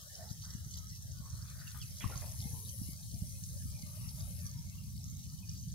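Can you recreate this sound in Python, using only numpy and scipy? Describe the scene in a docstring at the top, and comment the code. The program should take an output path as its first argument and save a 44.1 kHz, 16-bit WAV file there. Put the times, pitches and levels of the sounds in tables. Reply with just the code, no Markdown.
"""A muddy backyard duck pond, heard on a small handheld stereo microphone.
Bubbles crackle, drip and gurgle under dabbling bills to the left, over a gusty low rumble and
a thin hiss of leaves. The water slops about and splashes once close by, with big ringing plops.
The hand bumps the case, two bush crickets scrape their wings in the weeds, and ducklings
whistle short peeps."""
import sys
import numpy as np
from scipy import signal
from scipy.fft import rfft, irfft
from scipy.io import wavfile
from scipy.ndimage import uniform_filter1d

SR = 44100
rng = np.random.default_rng(int(sys.argv[2]) if len(sys.argv) > 2 else 0)


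def master_out(mix):
    """Clip the mix to full scale and print it as 16-bit PCM to the path in sys.argv[1]."""
    frames = np.transpose(np.atleast_2d(mix))
    ceiling = np.clip(frames, -1, 1)
    pcm = np.round(ceiling * 32767).astype(np.int16)
    wavfile.write(sys.argv[1], SR, pcm)


N = 253134
TIME = np.arange(N) / SR
HZ = np.fft.rfftfreq(N, 1 / SR)


def gain_of(db):
    """Decibels to amplitude."""
    return 10 ** (np.asarray(db) / 20)


def unit_rms(x):
    """Scales to an rms of one."""
    return x / np.sqrt(np.mean(x ** 2) + 1e-20)


def fader(curve):
    """A curve of (time [s], level [dB]) as a gain for every sample."""
    return gain_of(np.interp(TIME, *np.transpose(curve)))


def eq(x, curve):
    """Filters by a curve of (frequency [Hz], gain [dB])."""
    hz, db = np.transpose(curve)
    return irfft(rfft(x) * gain_of(np.interp(np.log(HZ + 1), np.log(hz + 1), db)), N)


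def noise(spectrum):
    """Noise with a given spectrum in dB per Hz."""
    return eq(rng.standard_normal(N) * np.sqrt(SR / 2), spectrum)


def wander(rate_hz):
    """Smooth random drift of rms one."""
    return unit_rms(irfft(rfft(rng.standard_normal(N)) * np.exp(-(HZ / rate_hz) ** 2), N))


def resonance(f, hz, width):
    """Gain of a steep-sided resonance at the frequencies f."""
    return 1 / (1 + ((f - hz) / width) ** 2 * 2) ** 1.5


def band_drift(x, depth_db):
    """Lets every narrow band swell and sink on its own."""
    bands = signal.stft(x, nperseg=1024, noverlap=768)[2]
    drift = uniform_filter1d(rng.standard_normal(bands.shape[1:]), size=5, axis=0)
    drift = unit_rms(uniform_filter1d(drift, size=14, axis=1))
    return signal.istft(bands * gain_of(depth_db * drift), nperseg=1024, noverlap=768)[1][:, :N]


def add(mix, s, sound):
    """Lays a sound into the mix at s seconds."""
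    part = mix[..., max(round(s * SR), 0):][..., :sound.shape[-1]]
    part += sound[..., :part.shape[-1]]


def panned(db):
    """Gains of the two microphone ports; pan is left minus right in dB."""
    return gain_of([[db / 2], [-db / 2]])


def from_left(x, lag_samples=11):
    """Sound from the left reaches the right port a moment later."""
    return np.array([x, np.roll(x, lag_samples)])


def wide_noise(spectrum, share):
    """A share of the noise comes from the left; the rest is unrelated at the two ports."""
    direct = np.sqrt(share) * from_left(noise(spectrum))
    return direct + np.sqrt(1 - share) * np.array([noise(spectrum), noise(spectrum)])


def bank_reverb(x, t60=.12):
    """The banks scatter a faint short tail, different at each port."""
    t = np.arange(SR // 5) / SR
    tail = rng.standard_normal((2, len(t))) * gain_of(-60 * t / t60) * (t > .002)
    return .35 * signal.fftconvolve(x[None], tail / np.linalg.norm(tail[0]), axes=1)[:, :N]


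def bubble(hz, cycles):
    """A bubble swells for some cycles and rings out, rising a little in pitch."""
    turns = np.arange(SR // 16) / SR * hz
    age = turns / cycles
    return np.sin(2 * np.pi * turns * (1 + 0.008 * age)) * age * np.exp(1 - age)


def bubbling(low_hz, high_hz, cycles, per_s, spread_db, sizes):
    """Bubbles of many sizes burst at random, a few louder than the rest."""
    out = np.zeros(N)
    for hz in np.linspace(low_hz, high_hz, sizes):
        strength = gain_of(spread_db * np.minimum(rng.exponential(1, N), np.pi))
        births = rng.random(N) < per_s / sizes / SR
        ring = unit_rms(bubble(hz, cycles * 2 ** rng.uniform(-1, 1)))
        out += signal.oaconvolve(strength * births, ring)[:N]
    return unit_rms(out)


# tone of the outdoor rumble: (frequency [Hz], relative level [dB])
RUMBLE_TONE = [(15, -71), (25, -31), (40, -11.5), (67, 3.5), (97, 5.5), (161, -2), (197, -7.5), (245, -21),
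               (313, -34), (420, -44), (550, -99), (920, -120)]
# gusts in the low end: (crest time [s], half length [s], boost [dB])
GUSTS = [(2.33, 0.29, 3.5), (2.84, 0.042, 1.5), (3.67, 0.1, 5), (4.232, 0.078, 6)]
def rumble(deep_db=-47.5, upper_db=-55.5, crossover_hz=125, buffet_db=1.5):
    """A buffeting low bed fades in fast; its bottom swells in gusts while its top keeps growing."""
    fade_in_db = -12.5 * np.exp(-TIME / 0.17)
    gusting_db = deep_db + sum(db * np.exp(-((TIME - s) / half) ** 2) for s, half, db in GUSTS)
    growing_db = upper_db + 1.5 * TIME
    lows = 1 / (1 + (HZ / crossover_hz) ** 8)
    out = np.zeros((2, N))
    for band, db, mono in ((lows, gusting_db, 1 / 4), (1 - lows, growing_db, 1 / 2)):
        centre, *sides = (unit_rms(irfft(rfft(noise(RUMBLE_TONE)) * np.sqrt(band), N)) for _ in range(3))
        out += gain_of(db + fade_in_db) * (np.sqrt(mono) * centre + np.sqrt(1 - mono) * np.array(sides))
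    return out * gain_of(buffet_db * wander(22.6))


# hiss of leaves and far insects, and wash of the open yard: (frequency [Hz], level [dB per Hz])
HISS_TONE = [(2000, -130), (2800, -114), (4000, -103), (7000, -100), (9000, -95.5), (12000, -97.5),
             (14000, -99), (16000, -103)]
WASH_TONE = [(250, -110), (450, -111), (650, -107), (850, -113), (1200, -110), (1500, -114), (1800, -111),
             (2150, -110), (2500, -117), (3200, -113), (5000, -130)]
# their fader rides: (time [s], gain [dB])
HISS_RIDE = [(0, 5), (.9, 2), (2.5, 5), (5.1, 2)]
WASH_RIDE = [(.5, 3), (3, 0), (5.74, -4)]
def air():
    """Leaves and far insects hiss above a faint wavering wash that slowly dies down."""
    wash = band_drift(wide_noise(WASH_TONE, 1 / 2), depth_db=2.5)
    return wide_noise(HISS_TONE, 1 / 5) * fader(HISS_RIDE) + wash * fader(WASH_RIDE)


# fine fizz of trickling water: (frequency [Hz], level [dB per Hz])
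FIZZ_TONE = [(1500, -125), (2800, -112), (3500, -103), (4200, -99), (6000, -104), (8000, -102),
             (11000, -109), (16000, -117)]
# how briskly the water crackles and tinkles: (time [s], relative level [dB])
FLOW = [(0, 5), (.5, 2.5), (1.05, 2.5), (1.5, 3), (2.25, 5), (2.85, 1), (4.25, 2.5), (4.85, -1.5), (5.1, 2),
        (5.74, 1)]
def crackle(patter_db=-65, spray_db=-61.5, clump_db=3):
    """Foam bursts in clumps of patter, bright spray and fizz; drips stir up the patter and fizz."""
    patter = bubbling(4310, 7090, cycles=2.8, per_s=450, spread_db=6, sizes=24)
    spray = bubbling(7500, 14000, cycles=.7, per_s=240, spread_db=4.3, sizes=8)
    clumps = unit_rms(fader(FLOW)) * gain_of(clump_db * wander(47))
    stir = flurries()
    pops = (gain_of(patter_db) * patter * stir + gain_of(spray_db) * spray) * clumps
    fizz = band_drift(wide_noise(FIZZ_TONE, 1 / 2), depth_db=2.4)
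    return from_left(pops) + bank_reverb(pops) + fizz * clumps * stir


def tinkle(db=-67):
    """Tiny droplets fall back on the pond, each with a short clear pitch."""
    drops = bubbling(3690, 6917, cycles=9, per_s=130, spread_db=3, sizes=32)
    drops *= unit_rms(fader(FLOW)) * gain_of(db)
    return .7 * from_left(drops) + 2 * bank_reverb(drops)


# how hard the water laps at the bank: (time [s], level [dB])
LAPPING = [(0, -72.5), (.9, -84.5), (2.3, -72.5), (3.1, -79), (3.7, -73.5), (4.1, -72), (4.55, -77),
           (4.9, -77), (5.74, -86.5)]
def gurgle(small_db=-74.5, calm_db_per_s=1.3):
    """Large bubbles blend into soft lapping, under smaller ones that slowly calm."""
    small = bubbling(1100, 2700, cycles=14, per_s=170, spread_db=2.8, sizes=24)
    large = bubbling(450, 1280, cycles=6, per_s=130, spread_db=2.6, sizes=20)
    water = small * gain_of(small_db - calm_db_per_s * TIME) + large * fader(LAPPING)
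    return .5 * from_left(water) + 2.5 * bank_reverb(water)


# pockets of water that gargle, and showers of droplets shaken from the bills:
# (crest time [s], half length [s], level [dB], pitch [Hz])
GARGLES = [(.06, 0.037, -71.5, 610), (.21, 0.023, -61, 673), (2.294, 0.043, -68, 650),
           (2.464, 0.041, -67, 2124), (2.73, 0.043, -72, 547), (3.154, 0.027, -69.5, 680),
           (3.242, 0.015, -68.5, 610), (3.83, 0.032, -69, 2110), (3.92, 0.082, -70.5, 1210),
           (3.967, 0.044, -69, 630), (4.146, 0.2, -73.5, 876), (4.205, 0.036, -70.5, 633),
           (4.31, 0.016, -70, 498), (4.471, 0.028, -65, 1200), (4.5, 0.06, -69, 1760),
           (4.449, 0.56, -78.5, 2150), (4.58, 0.076, -70, 954)]
SHOWERS = [(.155, 0.013, -62, 4900), (.25, 0.25, -66, 5340), (.3, .015, -63, 4050),
           (.512, 0.0089, -61.5, 4630), (.455, .018, -58, 4600), (.9, 0.14, -63, 5700),
           (1.35, 0.046, -66, 4200), (1.59, .025, -61, 4720), (2.43, 0.02, -59, 3580),
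           (2.66, .03, -62.5, 3800), (2.86, 0.012, -63, 4360), (3.05, .09, -68, 4260),
           (3.55, 0.11, -64, 6550), (3.83, 0.033, -66, 4840), (4.22, 0.043, -62.5, 3700),
           (4.59, 0.013, -59, 5300), (5.14, 0.082, -61, 6500), (5.56, 0.019, -62, 4600),
           (5.68, 0.097, -61, 6150)]
def dabbling(runs, width_hz, bubbles_per_s):
    """A bill sets off runs of like-sized bubbles or droplets, each run ringing on its own pitch."""
    out, t = np.zeros(N), np.arange(-SR, SR) / SR
    f = np.fft.rfftfreq(len(t), 1 / SR)
    for s, half, db, hz in runs:
        births = rng.standard_normal(len(t)) * (rng.random(len(t)) < bubbles_per_s / SR)
        swarm = irfft(rfft(births) * resonance(f, hz, width_hz), len(t))
        swell = np.exp(-(t / half) ** 2)
        run = gain_of(db) * unit_rms(swarm * swell) * np.sqrt(np.mean(swell ** 2))
        add(out, s + t[0], run[s + t >= 0])
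    return from_left(out) + bank_reverb(out)


# slops and spatters of water:
# (time [s], level [dB], pitch at the crest [Hz], width [Hz], attack [s], decay [s], pan [dB])
SPLASHES = [(.15, -58.5, 700, 200, 0.061, 0.047, -2), (.12, -70, 1750, 790, 0.1, 0.07, -7),
            (0.431, -66.5, 1320, 885, 0.0091, 0.12, -1), (1.16, -71, 1110, 475, 0.11, 0.31, 5),
            (1.249, -65.5, 1620, 640, .4, .15, 3), (1.743, -57.5, 1260, 560, 0.0063, 0.029, 2),
            (2.003, -55, 2090, 800, 0.0022, 0.018, -9.5), (2.002, -56.5, 2010, 1930, 0.0016, 0.16, -6),
            (2.047, -62.5, 970, 523, 0.0078, 0.15, -4), (2.094, -52, 650, 306, 0.0053, 0.038, -2),
            (2.119, -54.5, 1330, 220, 0.0097, 0.012, -11), (2.215, -59, 820, 665, 0.0066, 0.075, 0),
            (2.218, -60, 1940, 400, .002, 0.0091, -1), (2.38, -66, 810, 196, 0.079, 0.025, 0),
            (2.49, -64.5, 880, 148, 0.054, 0.072, 4), (2.559, -69.5, 395, 106, 0.0088, 0.12, 3),
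            (3.82, -80, 1090, 400, 0.13, 0.7, 0), (3.751, -79, 2140, 705, 0.24, 0.81, 3)]
def splashes(bubbles_per_s=600, climb_octaves=.4, climb_s=.2):
    """Each slop is a swarm of bubbles that swells and dies; they shrink, so its pitch climbs."""
    out, t = np.zeros((2, N)), np.arange(SR) / SR
    f = np.fft.rfftfreq(len(t), 1 / SR)
    for s, db, hz, width, attack, decay, pan_db in SPLASHES:
        births = rng.choice([-1, 1], len(t)) * (rng.random(len(t)) < bubbles_per_s / SR)
        swarm = irfft(rfft(births) * resonance(f, hz, width), len(t))
        speed = 2 ** (climb_octaves * np.tanh((t - attack) / climb_s))
        swarm = np.interp(np.cumsum(speed) / SR % 1, t, swarm)  # varispeed on a one-second loop
        swell = np.minimum(t / attack, 1) * np.exp(-np.maximum(t - attack, 0) / decay)
        slop = gain_of(db) * unit_rms(swarm * swell) * np.sqrt(np.mean(swell ** 2))
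        add(out, s, panned(pan_db) * (slop + 2 * bank_reverb(slop)[:, :len(t)]))
    return band_drift(out, depth_db=2.5)


# drips and bright pops of foam: (time [s], level [dB], pitch [Hz])
DRIPS = [(0.1528, -36, 5330), (0.2894, -42, 4295), (0.4216, -39, 4300), (0.504, -38, 5400),
         (0.5565, -46.5, 5550), (0.7404, -35.5, 4360), (0.753, -43, 4620), (0.786, -38.5, 6480),
         (1.4234, -43, 4780), (1.715, -46, 4200), (1.815, -40, 4940), (1.999, -37.5, 6700),
         (2.157, -46, 4180), (2.176, -32.5, 6500), (2.291, -48, 4730), (2.389, -45, 5700),
         (2.4032, -39, 4280), (2.474, -55, 7060), (2.695, -38, 6340), (3.112, -44, 4360),
         (3.323, -47, 6000), (3.4367, -33, 6460), (3.79, -44, 4700), (4.207, -38.5, 4800),
         (4.446, -66, 5990), (4.465, -35, 5770), (4.5131, -39, 6300), (4.978, -46, 4760),
         (5.041, -37.5, 6330), (5.4928, -35, 5600), (5.525, -52, 5200)]
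def drips(spatter_db=-19, spatter_s=.005):
    """Each drip ticks sharply and throws a brief spatter."""
    out, t = np.zeros(N), np.arange(SR // 20) / SR
    for s, db, hz in DRIPS:
        tick = bubble(hz, cycles=1.6)
        spatter = unit_rms(signal.fftconvolve(rng.standard_normal(len(t)), tick)[:len(t)])
        spatter *= gain_of(spatter_db) * np.exp(-t / spatter_s)
        add(out, s + .001, gain_of(db) * (tick[:len(t)] + spatter))
    return from_left(out) + bank_reverb(out)


def flurries(doubling_db=-36, rise_s=0.018, fall_s=0.037):
    """Gain for the crackle: each drip stirs it up in proportion to its strength."""
    stir = np.ones(N)
    for s, db, _ in DRIPS:
        stir += gain_of(db - doubling_db) * np.exp(-np.maximum((s - TIME) / rise_s, (TIME - s) / fall_s))
    return unit_rms(stir)


# tone of the case's shudder: (frequency [Hz], relative level [dB])
SHUDDER_TONE = [(40, -14), (110, 12), (220, 0), (300, -8.5), (420, -17), (700, -82)]
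# soft handling thumps: (crest time [s], level [dB], pitch [Hz], pan [dB])
BUMPS = [(0.315, -40.5, 131, 22.5), (0.552, -42.5, 137, 28.5), (0.667, -37.5, 110, -6.5),
         (1.205, -36.5, 116, 8), (1.341, -43, 97, -25), (2.044, -40, 172, 26), (2.062, -35.5, 96, 29),
         (2.162, -32, 96, -4), (2.403, -36, 114, 6), (2.458, -40, 145, 23), (2.537, -36, 121.2, 13),
         (2.818, -38, 151.4, -26), (2.89, -48, 176, -31), (3.141, -37, 152, 12), (3.225, -31, 117, -11.5),
         (3.657, -42, 155, -21), (3.837, -38, 140, -14), (5.558, -42, 128, -2)]
def bumps(cycles=0.45, shudder_db=-19, shudder_s=0.035):
    """The hand pushes the case in and lets it swing back with an uneven shudder, nearer one port."""
    out, t = np.zeros((2, N)), np.arange(-SR // 8, SR // 8) / SR
    shudder = unit_rms(noise(SHUDDER_TONE))
    shudder_swell = gain_of(shudder_db) * np.exp(np.minimum(2 * t, -t) / shudder_s)
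    for s, db, hz, pan_db in BUMPS:
        push = np.sin(2 * np.pi * hz * t) * np.exp(-(t * hz / cycles) ** 2)
        push += np.roll(shudder, rng.integers(N))[:len(t)] * shudder_swell
        add(out, s + t[0], panned(pan_db) * gain_of(db) * push)
    return out


# wing resonances of the two bush crickets: (frequency [Hz], width [Hz], relative level [dB])
NEAR_WINGS = [(10290, 1600, 5), (11860, 930, -1), (8570, 320, -6.5), (14200, 3200, -10.5)]
FAR_WINGS = [(9000, 1200, -3), (9950, 440, -3), (10600, 1300, -3.5), (13800, 7200, -12.5)]
# their phrases: (start [s], stop [s], level [dB], attack [s])
NEAR_PHRASES = [(1.3, 2.915, -48.5, 1.27), (3.6, 4.47, -52, 0.38)]
FAR_PHRASES = [(2.8, 3.7, -53, 0.41)]
def cricket(phrases, wings, strokes_hz, right_db=-7, sharpness=2.3, release_s=0.017):
    """Each stroke scrapes a file and sets the wings ringing; phrases swell, hold and break off."""
    strokes = np.cumsum(strokes_hz * (1 + 0.0047 * wander(6.1))) / SR
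    scrape = .3 + np.exp(-sharpness * (strokes % 1))
    body = np.sqrt(sum((gain_of(db) * resonance(HZ, hz, width)) ** 2 for hz, width, db in wings))
    direct, scatter = (unit_rms(irfft(rfft(scrape * rng.standard_normal(N)) * body, N)) for _ in range(2))
    buzz = from_left(direct)
    buzz[1] = gain_of(right_db) * unit_rms(buzz[1] + scatter)
    song = np.zeros(N)
    for start, stop, db, attack in phrases:
        swell = np.clip((TIME - start) / attack, 0, 1)
        song += gain_of(db) * swell * np.exp(-np.maximum(TIME - stop, 0) / release_s)
    return buzz * song


# duckling calls: (time [s], length [s], level [dB], top pitch [Hz], end pitch [Hz], pan [dB],
# reverb share [capped at 1])
PEEPS = [(1.666, 0.023, -56.5, 2845, 2610, -14, 0.2), (1.798, 0.049, -52.5, 3360, 2460, -6, 0.14),
         (1.998, 0.053, -51, 3410, 2460, -5, 0.14), (3.745, .03, -60.5, 2490, 2300, 0, 0.5),
         (3.979, 0.03, -60, 2990, 2600, 3, 0.9), (4.031, 0.026, -58.5, 2880, 2480, 0.5, 0.74),
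         (4.711, 0.025, -67, 2710, 2560, -5, 0.6), (4.766, 0.033, -62, 2830, 2630, -5, 1.1),
         (5.424, 0.029, -65, 2550, 2400, -11, 0.4), (5.492, 0.033, -67.5, 2510, 2430, -6, 0.6)]
def peeps(crest=.22, arch_width=.38, roughness=.2, rough_hz=300):
    """A duckling's thin whistle arches up and slides down; far ones arrive mostly as reverb."""
    out = np.zeros((2, N))
    for s, length, db, top_hz, end_hz, pan_db, wet in PEEPS:
        progress = np.linspace(0, 1, round(length * SR))
        hz = end_hz + (top_hz - end_hz) * np.exp(-((progress - crest) / arch_width) ** 2)
        peep = gain_of(db) * np.sin(np.pi * progress ** .8) * np.sin(2 * np.pi * np.cumsum(hz) / SR)
        wet = min(wet, 1)
        add(out, s, panned(pan_db) * np.sqrt(1 - wet) * peep)
        add(out, s, panned(pan_db) * np.sqrt(wet) * 3 * bank_reverb(peep, t60=.25))
    return out * unit_rms(1 + roughness * wander(rough_hz))


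# big bubbles inside the close splash: (time [s], level [dB], pitch [Hz], attack [cycles])
PLOPS = [(2.019, -50, 1410, 1.7), (2.028, -52, 1480, 2.7), (2.042, -35, 1087, 2.2), (2.052, -44, 1080, 2),
         (2.097, -52, 714, 2), (2.112, -50, 544, 1), (2.121, -48, 1345, 2.5), (2.129, -52, 1330, 3.5),
         (2.153, -46.5, 1050, 3.2), (2.228, -48.5, 580, 1.7)]
def plops(pan_db=-3):
    """Single big bubbles ring out a little to the right and scatter off the banks."""
    out = np.zeros(N)
    for s, db, hz, cycles in PLOPS:
        add(out, s, gain_of(db) * bubble(hz, cycles))
    return panned(pan_db) * (.75 * out + 1.7 * bank_reverb(out, t60=.09))


def wavering(x, crossover_hz=3300):
    """Narrow bands swell and sink at random, deeply in the midrange and gently in the treble."""
    mids = irfft(rfft(x) / (1 + (HZ / crossover_hz) ** 12), N)
    return gain_of(-1) * band_drift(x - mids, depth_db=2) + gain_of(-2) * band_drift(mids, depth_db=5)


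# stretches where the mids sound hollow: (start [s], stop [s], centre [Hz], half width [Hz], gain [dB])
SCOOPS = [(-.3, 1.26, 2430, 264, -13), (2.3, 3.4, 1430, 150, -9.5), (2.3, 4.95, 3630, 131, -2),
          (4.75, 5.9, 1580, 199, -2.5)]
def scooped(x, fade_s=0.052):
    """Fades notches in and out of the midrange."""
    hz, t, bands = signal.stft(x, SR, nperseg=1024, noverlap=768)
    for start, stop, centre, half, db in SCOOPS:
        held = (np.tanh((t - start) / fade_s) - np.tanh((t - stop) / fade_s)) / 2
        bands *= gain_of(db * np.exp(-((hz[:, None] - centre) / half) ** 2) * held)
    return signal.istft(bands, SR, nperseg=1024, noverlap=768)[1][:, :N]


# each port's colour for sound from the left: (frequency [Hz], gain [dB])
LEFT_EQ = [(300, -15), (520, -2.5), (1000, -1), (1900, -1), (2130, 5.5), (2400, 1), (2800, 3.5),
           (3100, 6.5), (3450, -3), (3900, 0), (6400, 0), (8500, -1)]
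RIGHT_EQ = [(100, -20), (600, 5.5), (950, -5), (1700, 2.5), (2200, -2.5), (2600, 3), (3000, -13), (3400, 0),
            (4300, -1), (5300, 2.5), (5800, 6.5), (6400, 6), (6900, -1.5), (7600, -15), (8300, -38),
            (10500, -30.5), (16000, -22)]
def scene():
    """Water and air from the left take on each port's colour; the other layers go in over them."""
    gargles = dabbling(GARGLES, width_hz=77, bubbles_per_s=290)
    showers = dabbling(SHOWERS, width_hz=450, bubbles_per_s=170)
    left, right = wavering(air() + crackle() + tinkle() + gurgle()) + drips() + gargles + showers
    bed = np.array([eq(left, LEFT_EQ), eq(right, RIGHT_EQ)])
    pond = scooped(bed + splashes()) + plops()
    near_cricket = cricket(NEAR_PHRASES, NEAR_WINGS, strokes_hz=124)
    far_cricket = cricket(FAR_PHRASES, FAR_WINGS, strokes_hz=118)
    return pond + peeps() + near_cricket + far_cricket + rumble() + bumps()


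def record(dry):
    """The recorder cuts the top end steeply at 15.8 kHz."""
    lowpass = signal.firwin(801, 15800, window=("kaiser", 9), fs=SR)
    return signal.oaconvolve(dry, lowpass[None], "same", axes=1)


dry = scene()
out = record(dry)
master_out(out)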